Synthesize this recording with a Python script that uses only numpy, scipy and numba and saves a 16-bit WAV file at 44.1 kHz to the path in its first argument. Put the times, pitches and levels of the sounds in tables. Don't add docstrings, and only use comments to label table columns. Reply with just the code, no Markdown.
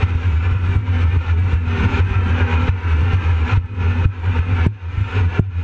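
import sys
import numpy as np
from scipy import signal
from scipy.fft import rfft, irfft, next_fast_len
from scipy.io import wavfile
from scipy.ndimage import uniform_filter1d
from numba import njit

SR = 44100
rng = np.random.default_rng(int(sys.argv[2]) if len(sys.argv) > 2 else 0)


def transcribe(signal):
    frames = np.atleast_2d(signal).T
    limited = np.clip(frames, -1, 1)
    pcm = np.round(limited * 32767).astype(np.int16)
    wavfile.write(sys.argv[1], SR, pcm)


N = 248283
TIME = np.arange(N) / SR

# (time [s], peak of the push [dB],
# starting pitch [Hz], swell time [ms], rms of the boom's ring [dB], pitch of that ring [Hz])
WAVE_SLAMS = [(0.145, -0.5, 99.4, 14.3, -8, 90), (0.511, -1.5, 96.6, 13.4, -18, 90),
              (0.753, -1.5, 100.2, 14.2, -2.5, 96.1), (1.16, -2, 100, 15.2, -6.5, 87.6),
              (1.523, -1, 100, 20.5, 1, 90.5), (1.983, -16, 91, 11.6, -9.5, 88),
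              (2.104, -8, 93.2, 15.3, -23, 88.9), (2.683, 0.5, 102, 15.9, -3, 90.8),
              (3.004, -6, 102.3, 10.4, -10, 92.8), (3.129, -5, 100.7, 11, -7.5, 95.1),
              (3.569, 5, 93.2, 13.8, -3.5, 93.8), (4.0497, 5.5, 98.4, 13.3, -3, 94.6),
              (4.385, -2, 99, 12.5, -14, 89), (4.6621, 11.5, 80, 8, 2.5, 103.4),
              (4.972, -2, 99, 10.73, -10, 98.75), (5.3916, 11, 76.9, 9.07, 3.5, 96.4)]
QUICK_BELOW_MS = 9.5


def undb(db):
    return 10 ** (np.asarray(db) / 20)


def curve(table):
    s, *columns = np.transpose(table)
    return [np.interp(TIME, s, column) for column in columns]


def walk(rate):
    hold = int(SR / rate)
    steps = np.repeat(rng.standard_normal(N // hold + 1), hold)
    return 1.265 * uniform_filter1d(uniform_filter1d(steps, hold), hold)[:N]


def wavering_phase(hz, share, rate):
    return 2 * np.pi * np.cumsum(hz * (1 + share * walk(rate))) / SR


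def coloured(spectrum):
    size = next_fast_len(N)
    hz, db = np.transpose(spectrum)
    bins = np.fft.rfftfreq(size, 1 / SR)
    shape = np.interp(np.log(bins + 1), np.log(hz), db, left=-200)
    white = rfft(rng.standard_normal(size))
    return irfft(white * undb(shape), size)[:N] * np.sqrt(SR / 2)


def ring(hz, width, drift=0., rate=9.):
    b, a = signal.iirpeak(hz, hz / width, SR)
    y = rng.standard_normal(N + SR)
    for _ in range(2):
        y = signal.lfilter(b, a, y)
    place = SR / 2 + np.cumsum(1 + drift * walk(rate))
    y = np.interp(place, np.arange(N + SR), y)
    return y / y.std()


def engine():
    # (time [s], mean firing rate [Hz], load [dB])
    engine_course = [(0, 249.6, 4), (.15, 250, 7), (.35, 252, -5), (.5, 253.7, 1.5), (.7, 250, -2.5),
                     (.85, 250, 6.5), (1.05, 248.9, 0), (1.25, 249, 2.5), (1.4, 248, -3), (1.62, 247.4, 3),
                     (1.85, 234.8, 3.5), (1.9, 232, -2), (1.97, 238.8, 4.5), (2.07, 238, -6),
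                     (2.18, 235.3, -5), (2.27, 235, 2), (2.4, 246, 6), (2.65, 248, 9), (2.85, 248, -5),
                     (3.1, 252.4, 5), (3.22, 252, -5.5), (3.52, 248, -3), (3.7, 247.4, 4.5), (4.0, 248, 4),
                     (4.2, 249, 4), (4.35, 249, 4.5), (4.49, 248.6, 10), (4.56, 248.4, 5), (4.65, 247, 9),
                     (4.9, 253.4, -7.5), (5.3, 254, 0), (5.63, 253.2, 0.5)]
    # (multiple of the firing rate [1], rms [dB])
    engine_lines = [(1 / 2, -53.5), (2 / 3, -44.5), (5 / 6, -48.5), (1, -37), (7 / 6, -50.5), (2, -51)]
    # (time [s], level [dB])
    under_course = [(0, -1), (1.75, 4), (1.84, 13), (1.9, 2), (2.06, 0), (2.12, 18), (2.18, 3),
                    (2.27, 17.5), (2.32, 0), (3.78, -1), (3.84, 12), (3.9, -3.5), (5.63, -5)]
    growl_below_hz, growl_db_per_hz = 243.3, 0.29

    hz, load_db = curve(engine_course)
    load_db = load_db + 1.5 * walk(11.0)
    phase = wavering_phase(hz, 0.014, 25)
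    growl_db = growl_db_per_hz * np.clip(growl_below_hz - hz, 0, None)
    under_db = curve(under_course)[0]

    gurgle_db = -47 + 3.1 * growl_db + 2.2 * walk(22)
    out = undb(gurgle_db) * ring(215.4, 42, drift=.15, rate=11.0)
    for multiple, db in engine_lines:
        level_db = db + load_db + 3.5 * np.tanh(walk(20))
        if multiple % 1 > 0:
            level_db = level_db + growl_db
        if multiple == 5 / 6:
            level_db = level_db + under_db
        out += np.sqrt(2) * undb(level_db) * np.sin(multiple * phase)
    return out


def hum():
    # (time [s], pitch [Hz], rms [dB])
    hum_course = [(0.0, 420, -34), (0.05, 416, -43.5), (0.09, 385.6, -42), (0.2, 430.0, -43),
                  (0.31, 420.9, -48), (0.48, 386.5, -45), (0.77, 390.5, -37.5), (0.85, 413.6, -44),
                  (1.03, 414.3, -44), (1.1, 382, -46), (1.16, 400, -35), (1.22, 419, -57),
                  (1.36, 413.3, -30.5), (1.46, 411, -53.5), (1.54, 432, -42), (1.58, 401.9, -49),
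                  (1.77, 398, -31), (1.83, 396.7, -43), (1.96, 389.5, -34), (2.01, 401.5, -36),
                  (2.02, 411, -47), (2.12, 387, -34), (2.15, 389.9, -50), (2.18, 389.2, -36),
                  (2.38, 396.2, -46), (2.49, 403, -35.5), (2.76, 405.1, -53), (2.79, 385.6, -52),
                  (2.95, 428.4, -40), (3.12, 417.3, -36), (3.21, 430.0, -46), (3.37, 398.4, -45),
                  (3.48, 405.8, -43), (3.57, 433, -44), (3.62, 394, -56), (3.73, 417.1, -40),
                  (3.78, 390, -45), (3.83, 418.7, -46), (3.87, 408.5, -30.5), (3.9, 397.1, -53),
                  (4.0, 390.0, -39.5), (4.11, 385.9, -56), (4.15, 412, -50), (4.34, 413, -41.5),
                  (4.55, 412.4, -37.5), (4.67, 388.7, -34), (4.75, 407, -59), (4.91, 420.4, -47),
                  (5.08, 388, -49), (5.18, 426.6, -33), (5.25, 419, -48), (5.35, 426.5, -39),
                  (5.39, 394, -26), (5.43, 399, -58), (5.54, 419.5, -60), (5.63, 397.4, -48)]
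    hz, db = curve(hum_course)
    level = np.sqrt(2) * undb(db + 0.61 * walk(15))
    return level * np.sin(wavering_phase(hz, 0.01013, 25))


def rush():
    # (centre [Hz], width of one pass [Hz], rms [dB])
    case_modes = [(247.5, 22.8, -40), (399.4, 88, -41.5), (473.6, 84, -40.5), (566, 67, -53),
                  (771, 59, -44.5), (859, 52, -47.5), (934.3, 70, -40), (1017, 40, -48), (1245, 70, -46),
                  (1380.5, 87, -37.5), (1526, 99, -39.5), (1727.4, 38, -42.5), (1890, 48, -69),
                  (2041, 220, -43.5), (2300, 330, -46), (2419, 150, -39.5), (2570, 21, -45.5),
                  (2700, 170, -47), (2870, 50, -50.5), (2892, 130, -51.5), (3360, 220, -61.5),
                  (3594, 350, -55), (3844, 70, -60.5), (4330, 150, -63), (5485, 220, -66), (5910, 200, -65),
                  (6480, 570, -64), (7460, 120, -73), (9200, 900, -98.5)]
    # (frequency [Hz], density [dB per Hz])
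    hiss_spectrum = [(500, -73.5), (680, -76), (1000, -65), (2000, -71), (3000, -73.5), (4500, -88.5),
                     (7000, -102), (8500, -112), (11000, -125), (16000, -135)]
    # (time [s], level [dB])
    treble_course = [(0, 2), (.2, 1), (.45, 2), (.7, 1), (1.0, 0), (1.4, 1), (1.8, 0), (2.2, -1), (2.6, -1),
                     (3.0, 0), (3.4, 0), (3.8, -1), (4.2, 0), (4.6, 0), (4.85, 1), (5.1, 2), (5.3, 1),
                     (5.63, 1)]
    # (time [s], level [dB])
    gust_course = [(0, 1.5), (.035, 4), (.06, 2), (.14, 2), (.2, 0), (.33, 0.5), (.4, 2.5), (.46, 5),
                   (.52, 2), (.6, 0.5), (.76, 1), (.82, -2), (.9, 0), (1.0, 0.5), (1.1, 0.5), (1.2, 2.5),
                   (1.3, 1), (1.36, -3), (1.41, -2.5), (1.47, 0), (1.53, 0), (1.58, -2), (1.68, 0),
                   (1.95, 2.5), (2.05, 0), (2.2, 1), (2.4, 0.5), (2.55, 6.5), (2.69, 3), (2.75, -2),
                   (2.82, -1), (2.9, 2), (2.98, -2.5), (3.1, 1), (3.22, 2.5), (3.4, 2.5), (3.56, 3),
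                   (3.7, -5.5), (3.9, 1.5), (4.05, -1), (4.2, 0.5), (4.33, 4.5), (4.385, 4), (4.42, 3),
                   (4.48, 2), (4.53, 1.5), (4.59, 4.5), (4.63, 7), (4.665, 7.5), (4.7, -0.5), (4.8, 1),
                   (4.97, 1), (5.05, 0), (5.16, 3.5), (5.25, 0), (5.35, 5), (5.47, 0), (5.63, 2)]
    drift = .026
    treble_hz, flurry_db = 2800, 1.5

    wash = coloured(hiss_spectrum)
    for hz, width, db in case_modes:
        flicker_db = 0.98 * min(150 / width, 1) * walk(18)
        wash += undb(db + flicker_db) * ring(hz, width, drift)
    low = signal.filtfilt(*signal.butter(2, treble_hz, fs=SR), wash)
    treble_db = curve(treble_course)[0] + flurry_db * walk(45)
    wash = low + undb(treble_db) * (wash - low)
    return undb(curve(gust_course)[0] + 1.1 * walk(30)) * wash


def ease(u):
    return np.sin(np.pi / 2 * np.clip(u, 0, 1)) ** 2


def chop():
    # (start [s], length [s], rms at the top [dB], pitch [Hz], place of the top [0-1])
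    boom_throbs = [(0.026, 0.05, -7, 90.8, 0.4), (0.077, 0.13, -14, 86.5, 0.01),
                   (0.155, 0.044, -15, 92, .3), (0.231, 0.44, -7.5, 86.03, 0.21),
                   (0.548, 0.035, -8, 92, 0.4), (0.557, 0.22, -12.5, 89.7, 0.61),
                   (0.871, 0.12, -9.5, 88.34, 0.44), (0.984, 0.13, -11, 84.3, 0.77),
                   (1.111, 0.085, -15, 93.6, 0.3), (1.252, 0.13, -10.5, 81.04, 0.77),
                   (1.363, 0.19, -10.5, 90.6, 0.07), (1.593, 0.076, -19.5, 87.8, 0.4),
                   (1.668, 0.1, -13, 89.8, 0.04), (1.783, 0.044, -14.5, 84.2, 0.63),
                   (1.832, 0.058, -12.5, 92.6, 0.58), (1.891, 0.095, -19, 85.6, 0.66),
                   (2, 0.12, -12, 93, 0.53), (2.147, 0.07, -11, 97.4, 0.33),
                   (2.209, 0.16, -13.5, 85.56, 0.62), (2.391, 0.092, -13, 84.5, 0.47),
                   (2.494, 0.19, -12.5, 82.9, 0.36), (2.771, 0.034, -13, 80, 0.34),
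                   (2.816, 0.25, -13.5, 83.23, 0.48), (3.036, .11, -17.5, 91.6, .4),
                   (3.145, 0.14, -9.5, 86.3, 0.5), (3.25, 0.24, -10.5, 86.2, 0.34),
                   (3.512, 0.095, -10, 98.8, 0.56), (3.593, 0.03, -5, 92, 0.4),
                   (3.634, 0.035, -6, 90, 0.36), (3.684, 0.067, -15, 91.74, 0.47),
                   (3.763, 0.066, -12, 93.5, 0.75), (3.826, 0.11, -9, 90.2, 0.65),
                   (3.935, 0.036, -17, 83, 0.3), (3.979, 0.071, -14, 86.86, 0.43),
                   (4.072, 0.04, -4, 92, 0.4), (4.159, .11, -15, 84.3, 0.4), (4.263, 0.076, -9, 90.6, 0.6),
                   (4.331, 0.12, -13, 83.4, 0.65), (4.463, 0.043, -14, 85.8, 0.6),
                   (4.503, 0.086, -10, 86, 0.3), (4.561, 0.14, -8.5, 85.3, 0.6),
                   (4.792, 0.13, -12.5, 86, 0.65), (4.92, 0.055, -17.5, 83.75, 0.38),
                   (5.002, 0.037, -4.5, 91.2, 0.46), (5.046, 0.049, -18, 97.8, 0.23),
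                   (5.123, 0.18, -7.5, 88.6, 0.83), (5.295, 0.04, -24, 89.4, 0.58),
                   (5.327, 0.049, -19, 88.6, 0.43), (5.422, 0.089, -2.5, 98.3, 0.67),
                   (5.512, 0.14, -7, 90.5, 0.43)]
    calm_db, calm_hz = -27.5, 90.6
    throb_round = 0.4
    ring_delay_s, ring_t60_s = 0.028, 0.22

    power = np.full(N, undb(2 * calm_db))
    pitch = power * calm_hz
    for s, length, db, hz, top in boom_throbs:
        u = (TIME - s) / length
        swell = ease(u / top) * ease((1 - u) / (1 - top))
        part = (undb(db) * swell ** throb_round) ** 2
        power, pitch = power + part, pitch + part * hz
    for s, *_, db, hz in WAVE_SLAMS:
        fade_db = -60 * np.clip(TIME - s - ring_delay_s, 0, None) / ring_t60_s
        part = (undb(db + fade_db) * ease((TIME - s) / ring_delay_s)) ** 2
        power, pitch = power + part, pitch + part * hz
    return 10 * np.log10(power), pitch / power


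def swing(t, hz, ms):
    sag_s = 0.069
    knock_hz, knock_s = 320, 0.0034
    cycles = hz * sag_s * (1 - np.exp(-t / sag_s))
    if ms < QUICK_BELOW_MS:
        cycles = cycles + knock_hz * knock_s * (1 - np.exp(-t / knock_s)) + 1 / 2
    return 2 * np.pi * cycles


def boom(db, hz, pressed):
    lock_swells = 1.563
    lock_lead_s = 0.027
    octave_db = -24.5

    phase = wavering_phase(hz, 0.042, 30)
    for s, _, slam_hz, ms, *_ in WAVE_SLAMS:
        span = lock_swells * ms / 1000
        gap = swing(span, slam_hz, ms) - phase[int((s + span) * SR)]
        shortest_gap = np.angle(np.exp(1j * gap))
        phase = phase + shortest_gap * np.clip((TIME - s + lock_lead_s) / (span + lock_lead_s), 0, 1)
    level = np.sqrt(2) * undb(db + 1.2 * walk(45))
    damping = 1 - np.clip(1.23 * pressed, 0, 1)
    octave = undb(octave_db + 2.5 * walk(8)) * np.cos(2 * phase)
    return level * damping * (np.sin(phase) + octave)


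def drumming(boom_db):
    # (frequency [Hz], density [dB per Hz])
    rumble_spectrum = [(15, -50), (30, -49.5), (60, -43), (90, -30), (125, -51), (200, -54.5), (330, -55.5),
                       (600, -99)]
    share = 0.25
    smooth_db = uniform_filter1d(boom_db, SR // 25)
    return undb(share * smooth_db + 2.25 * walk(15)) * coloured(rumble_spectrum)


def slams():
    deck_hz, deck_db, deck_t60_s = 365, -19.5, .12
    full_press_db = -16

    out, push, pressed = np.zeros((3, N))
    t = np.arange(SR // 12) / SR
    for s, db, hz, ms, *_ in WAVE_SLAMS:
        start = int(s * SR)
        here = slice(start, start + len(t))
        quick = ms < QUICK_BELOW_MS
        u = t * 1000 / ms
        contact = (u * np.exp(1 - u)) ** (2.7 if quick else 3.7)
        out[here] += undb(db) * contact * np.sin(swing(t, hz, ms))
        if quick:
            deck = undb(deck_db - 60 * t / deck_t60_s) * np.minimum(u, 1) * np.sin(2 * np.pi * deck_hz * t)
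            out[here] += undb(db) * deck
        push[here] += undb(0.83 * db) * contact ** 3
        pressed[here] += contact * min(undb(db - full_press_db), 1)
    rattle = undb(-49 + 2.1 * walk(350)) * push * ring(8800, 20000)
    return out + rattle, pressed


def ticks():
    # (time [s], starting level [dB])
    case_ticks = [(.769, -40), (.791, -52), (.933, -49.5), (1.396, -43), (1.54, -46), (3.302, -44),
                  (3.66, -43), (4.086, -42), (4.668, -26), (4.975, -52), (5.013, -44), (5.022, -45),
                  (5.087, -46), (5.113, -45), (5.193, -48), (5.4, -25.5), (5.404, -33)]
    decay_s = 0.00092
    shape = np.zeros(N)
    for s, db in case_ticks:
        shape += undb(db) * (TIME >= s) * np.exp(-np.clip(TIME - s, 0, 1) / decay_s)
    return shape * ring(7800, 7800)


def scene():
    boom_db, boom_hz = chop()
    blows, pressed = slams()
    drone = engine() + hum()
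    hull = boom(boom_db, boom_hz, pressed) + drumming(boom_db) + blows
    return (drone + rush() + hull + ticks())[None]


@njit
def follow(x, attack, release, start):
    e, out = start, np.empty(len(x))
    for i in range(len(x)):
        a = abs(x[i])
        e = e + attack * (a - e) if a > e else e * release
        out[i] = e
    return out


def record(dry):
    muffle_hz, top_hz = 8900, 15700
    gain_top, gain_power = 0.4, 1.247
    attack_ms, release_db_s, slew_ms = 1.73, 50.5, 4

    inside = signal.sosfilt(signal.butter(6, muffle_hz, fs=SR, output="sos"), dry)
    attack = 1 - np.exp(-1000 / (attack_ms * SR))
    release = float(undb(-release_db_s / SR))
    peak = follow(inside[0], attack, release, 0.29)
    log_gain = np.log(gain_top / peak) * gain_power
    keep = np.exp(-1000 / (slew_ms * SR))
    log_gain = signal.lfilter([1 - keep], [1, -keep], log_gain, zi=[keep * log_gain[0]])[0]
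    held = 0.74 * np.tanh(inside * np.exp(log_gain) / 0.98)
    return signal.sosfilt(signal.ellip(8, .2, 70, top_hz, fs=SR, output="sos"), held)


dry = scene()
out = record(dry)
transcribe(out)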